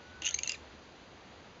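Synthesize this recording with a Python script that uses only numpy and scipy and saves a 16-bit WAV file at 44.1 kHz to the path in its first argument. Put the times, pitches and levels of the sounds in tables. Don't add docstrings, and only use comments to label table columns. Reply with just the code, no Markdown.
import sys
import numpy as np
from scipy import signal
from scipy.fft import rfft, irfft, next_fast_len
from scipy.io import wavfile
from scipy.ndimage import uniform_filter1d, map_coordinates

SR = 44100
rng = np.random.default_rng(int(sys.argv[2]) if len(sys.argv) > 2 else 0)


def store_pcm(level_fs):
    pcm = np.round(np.clip(level_fs, -1, 1) * 32767).astype(np.int16)
    wavfile.write(sys.argv[1], SR, np.atleast_2d(pcm).T)


N = 70560

# (time [s], level [dB], pitch [Hz], hold [s], 2nd partial over 1st [dB], 3rd partial over 1st [dB])
CHIRPS = [(0.22, -40, 2140, 0.0013, -7.5, 6.5), (0.3092, -44.5, 2124, 0.00069, 5.5, 16.5),
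          (.3424, -37, 2162, .0015, 2, 17.5), (0.345, -40, 2103, 0.002, 9, 18),
          (0.3886, -33.5, 2327, .0025, -0.5, 1.5), (0.4332, -37.5, 2166, 0.0016, 4.5, 15.5),
          (.4747, -39, 2073, 0.0024, 7.5, 14), (.494, -33.5, 2450, 0.0019, 6.5, 6),
          (0.519, -36, 2457, 0.0016, 7.5, 5)]
# (frequency [Hz], width [Hz], gain [dB])
THROAT_RESONANCES = [(2780, 230, 4), (4800, 870, -4.5), (6860, 700, 2)]


def bat_chirps(rise_s=.0005, t60_s=.009, sag_per_s=3, snap_db=30, grit_db=11):
    tones, drive = np.zeros(N), np.zeros(N)
    t = np.arange(SR // 20) / SR
    for onset_s, db, hz, hold_s, second_db, third_db in CHIRPS:
        start = round(onset_s * SR)
        decay = amp(-60 * np.maximum(t - hold_s, 0) / t60_s)
        envelope = amp(db) * (1 - np.exp(-t / rise_s)) * decay
        phase = 2 * np.pi * hz * (t - sag_per_s * t * t / 2)
        tone = np.sin(phase) + amp(second_db) * np.sin(2 * phase) + amp(third_db) * np.sin(3 * phase)
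        tones[start:][:len(t)] += envelope * tone
        drive[start:][:len(t)] += amp(grit_db) * envelope * rng.standard_normal(len(t))
        drive[start] += amp(db + snap_db)
    return tones + filtered(drive, lambda f: sum(
        (-1) ** k * amp(db) * peak(f, hz, width) for k, (hz, width, db) in enumerate(THROAT_RESONANCES)))


# (time [s], pitch [Hz], level [dB])
SCREECH_GLIDE = [(.221, 1443, -45.5), (.236, 1429, -54), (.246, 1370, -53), (.268, 1457, -39),
                 (.282, 1503, -55), (.29, 1542, -53), (.298, 1652, -51.5), (.304, 1750, -51.5),
                 (.316, 1960, -66)]
SCREECH_HARMONICS = [-20, 0, -16, -18.5]
# (time [s], half-width [s], voice level [dB], rasp level [dB])
SCREECH_PULSES = [(0.2227, 0.00097, -42, -57), (0.2348, 0.00087, -40.5, -60), (.239, 0.00088, -44, -52.5),
                  (.247, 0.0022, -37, -48), (0.2514, .0008, -48.5, -33.5), (0.2535, .001, -50, -30),
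                  (0.2581, 0.0013, -43, -35), (.260, 0.00089, -38.5, -29), (0.2648, 0.001, -35, -30),
                  (0.2681, 0.0013, -30.5, -29.5), (0.2745, 0.0015, -37.5, -35),
                  (0.2776, .001, -32.5, -31.5), (0.284, .001, -51.5, -48), (0.2883, 0.002, -35.5, -36.5),
                  (0.2916, 0.00087, -48.5, -29)]


def bat_screech(rasp_hz=6410, held_rasp_db=-11.5, held_breath_db=4.5, pulse_breath_db=-3.5):
    t = np.arange(N) / SR
    gate, pitch_hz, held_db = curves(SCREECH_GLIDE)
    centre_s, width_s, voice_db, rasp_db = np.transpose(SCREECH_PULSES)[:, :, None]
    pulses = np.exp(-((t - centre_s) / width_s) ** 2)
    held = gate * amp(held_db)
    pulsed = (amp(voice_db) * pulses).sum(0)
    rasp_gain = amp(held_rasp_db) * held + (amp(rasp_db) * pulses).sum(0)
    breath_gain = amp(held_breath_db) * held + amp(pulse_breath_db) * pulsed
    rasp = np.sqrt(2) * np.sin(2 * np.pi * rasp_hz * t + wobble(1500))
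    tone = bat_voice(pitch_hz, SCREECH_HARMONICS, roughness=.28)
    return (held + pulsed) * tone + breath_gain * bat_breath() + rasp_gain * rasp


# (time [s], pitch [Hz], level [dB], 2nd partial over 1st [dB])
SQUEAL_NOTES = [
    [(.318, 1660, -56, 3.5), (.33, 1930, -59, 5), (.342, 2190, -56, 0), (.35, 2110, -66, -1)],
    [(.362, 1984, -58, 13), (.372, 2176, -68, 4), (.386, 2368, -49, -15), (.405, 2343, -62, -4),
     (.42, 2430, -59.5, -12), (.432, 2630, -55, -14)],
    [(.438, 2784, -57.5, -14.5), (.446, 2837, -40, -21), (.451, 2725, -63, -9), (.461, 2667, -41, -16.5),
     (.47, 2678, -52.5, -9), (.485, 2746, -54, -8), (.492, 2734, -48, -11), (.4965, 2740, -35.5, -6.5),
     (.4987, 2730, -50, -13.5), (.501, 2562, -40, -11.5), (.506, 2827, -39.5, -14), (.515, 2745, -53, -7.5),
     (.523, 2850, -44.5, -12), (.528, 2608, -56, 0), (.535, 2727, -44.5, -10), (.538, 2750, -56, -10),
     (.541, 2665, -45, -10), (.546, 2353, -47, -12), (.55, 2010, -60.5, 14.5), (.556, 1850, -51, -9),
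     (.562, 1750, -58.5, -4)],
]


def bat_squeal(third_db=-8, breath_db=-3):
    out = np.zeros(N)
    for note in SQUEAL_NOTES:
        gate, pitch_hz, db, second_db = curves(note)
        tone = bat_voice(pitch_hz, [0, second_db, third_db], roughness=.45)
        out += gate * amp(db) * (tone + amp(breath_db) * bat_breath())
    return out


def bat_voice(pitch_hz, harmonics_db, roughness):
    phase = 2 * np.pi * np.cumsum(pitch_hz) / SR
    out = np.zeros(N)
    for k, db in enumerate(harmonics_db, start=1):
        flutter = 1 + roughness * wobble(500) / 2
        out += np.sqrt(2) * amp(db) * flutter * np.sin(k * (phase + roughness * wobble(300)))
    return out


# (frequency [Hz], relative level [dB])
BREATH_SPECTRUM = [(1200, -23.5), (1900, -4.5), (2600, 0), (3600, -1.5), (4500, -13), (5500, -9),
                   (7500, -8.5)]


def bat_breath(low_cut_hz=900):
    return noise(lambda f: amp(along(BREATH_SPECTRUM, f)) * (f > low_cut_hz))


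# (delay [s], gain [dB])
NEAR_ECHOES = [(.0022, -19), (.0047, -17)]
# (frequency [Hz], time to fall 60 dB [s])
TAIL_DECAY = [(2000, 0.2), (4500, 0.18), (6500, 0.23)]


def aviary(calls, tail_db=-12, tail_delay_samples=150):
    hz, t, spectra = signal.stft(rng.standard_normal(SR // 4), SR, nperseg=128)
    decay = amp(-60 * t / along(TAIL_DECAY, hz)[:, None])
    tail = signal.istft(spectra * decay, SR, nperseg=128)[1]
    near = filtered(calls, lambda f: 1 + sum(
        amp(db) * np.exp(-2j * np.pi * f * delay_s) for delay_s, db in NEAR_ECHOES))
    scattered = signal.fftconvolve(np.pad(calls, (tail_delay_samples, 0)), tail / np.linalg.norm(tail))
    return near + amp(tail_db) * scattered[:N]


def knock(onset_s=.221, hz=314, db=-46.5, t60_s=.1, slap_hz=700, slap_db=-3):
    t = np.arange(N) / SR - onset_s
    envelope = (t > 0) * amp(db - 60 * np.maximum(t, 0) / t60_s)
    slap = amp(slap_db) * noise(lambda f: peak(f, slap_hz, 2 * slap_hz))
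    return envelope * (np.sin(2 * np.pi * hz * t) + slap)


# (time [s], pitch [Hz], level [dB])
BIRD_NOTE = [(0, 1458, -66), (.1, 1480, -60.5), (.175, 1502, -58.5), (.25, 1480, -59), (.3, 1425, -57.5),
             (.33, 1356, -63.5)]


def bird_whistle(waver_db=.63):
    gate, hz, db = curves(BIRD_NOTE)
    phase = 2 * np.pi * np.cumsum(hz) / SR
    return gate * np.sqrt(2) * amp(db + waver_db * wobble(30)) * np.sin(phase)


# (frequency [Hz], relative level [dB])
AIR_SPECTRUM = [(20, -25.5), (40, -8.5), (60, -5.5), (110, -6), (220, -4), (500, -6), (1300, -11.5),
                (4200, -17.5), (6000, -22.5), (7000, -24.5), (7500, -26)]
# (time [s], level [dB])
AIR_LEVEL = [(0, -53.5), (.3, -54.5), (.7, -54), (1.2, -54), (1.6, -55)]
# (time [s], level [dB])
TRAFFIC_LEVEL = [(0, -59), (.3, -61), (.8, -65.5), (1.0, -67.5), (1.6, -70)]


def air_and_traffic(waver_db=.45, hum_hz=76.5, resonance_width_hz=18):
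    _, air_db = curves(AIR_LEVEL)
    _, hum_db = curves(TRAFFIC_LEVEL)
    wash = amp(air_db + waver_db * wobble(5.88)) * noise(lambda f: amp(along(AIR_SPECTRUM, f)))
    hum = amp(hum_db) * noise(lambda f: peak(f, hum_hz, resonance_width_hz) ** 2)
    return wash + hum


def amp(db):
    return 10 ** (np.asarray(db) / 20)


def along(points, hz):
    point_hz, values = np.transpose(points)
    return np.interp(np.log(hz + 1), np.log(point_hz + 1), values)


def curves(rows):
    times, *columns = np.transpose(rows)
    t = np.arange(N) / SR
    gate = uniform_filter1d(((t >= times[0]) & (t <= times[-1])) * 1., size=88)
    return [gate] + [np.interp(t, times, column) for column in columns]


def wobble(rate):
    return map_coordinates(rng.standard_normal(int(N * rate / SR) + 4), [np.arange(N) * rate / SR])


def filtered(x, response):
    size = next_fast_len(N + SR // 2)
    return irfft(rfft(x, size) * response(np.fft.rfftfreq(size, 1 / SR)), size)[..., :N]


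def peak(f, hz, width_hz):
    return 1j * f * width_hz / (hz * hz - f * f + 1j * f * width_hz)


def noise(response):
    x = filtered(rng.standard_normal(N), response)
    return x / np.sqrt(np.mean(x ** 2) + 1e-20)


def scene():
    bats = aviary(bat_chirps() + bat_screech() + bat_squeal())
    return (bats + bird_whistle() + knock() + air_and_traffic())[None]


# (frequency [Hz], gain [dB])
MICROPHONE_ROLLOFF = [(6800, 0.5), (7200, -8), (7550, -17.5), (7900, -31.5), (8500, -37)]


def record(dry, notch_hz=5416, notch_width_hz=520, top_hz=8576):
    def response(f):
        notch = 1 - .97 * peak(f, notch_hz, notch_width_hz)
        return notch * amp(along(MICROPHONE_ROLLOFF, f)) * (f < top_hz)
    return filtered(dry, response)


dry = scene()
out = record(dry)
store_pcm(out)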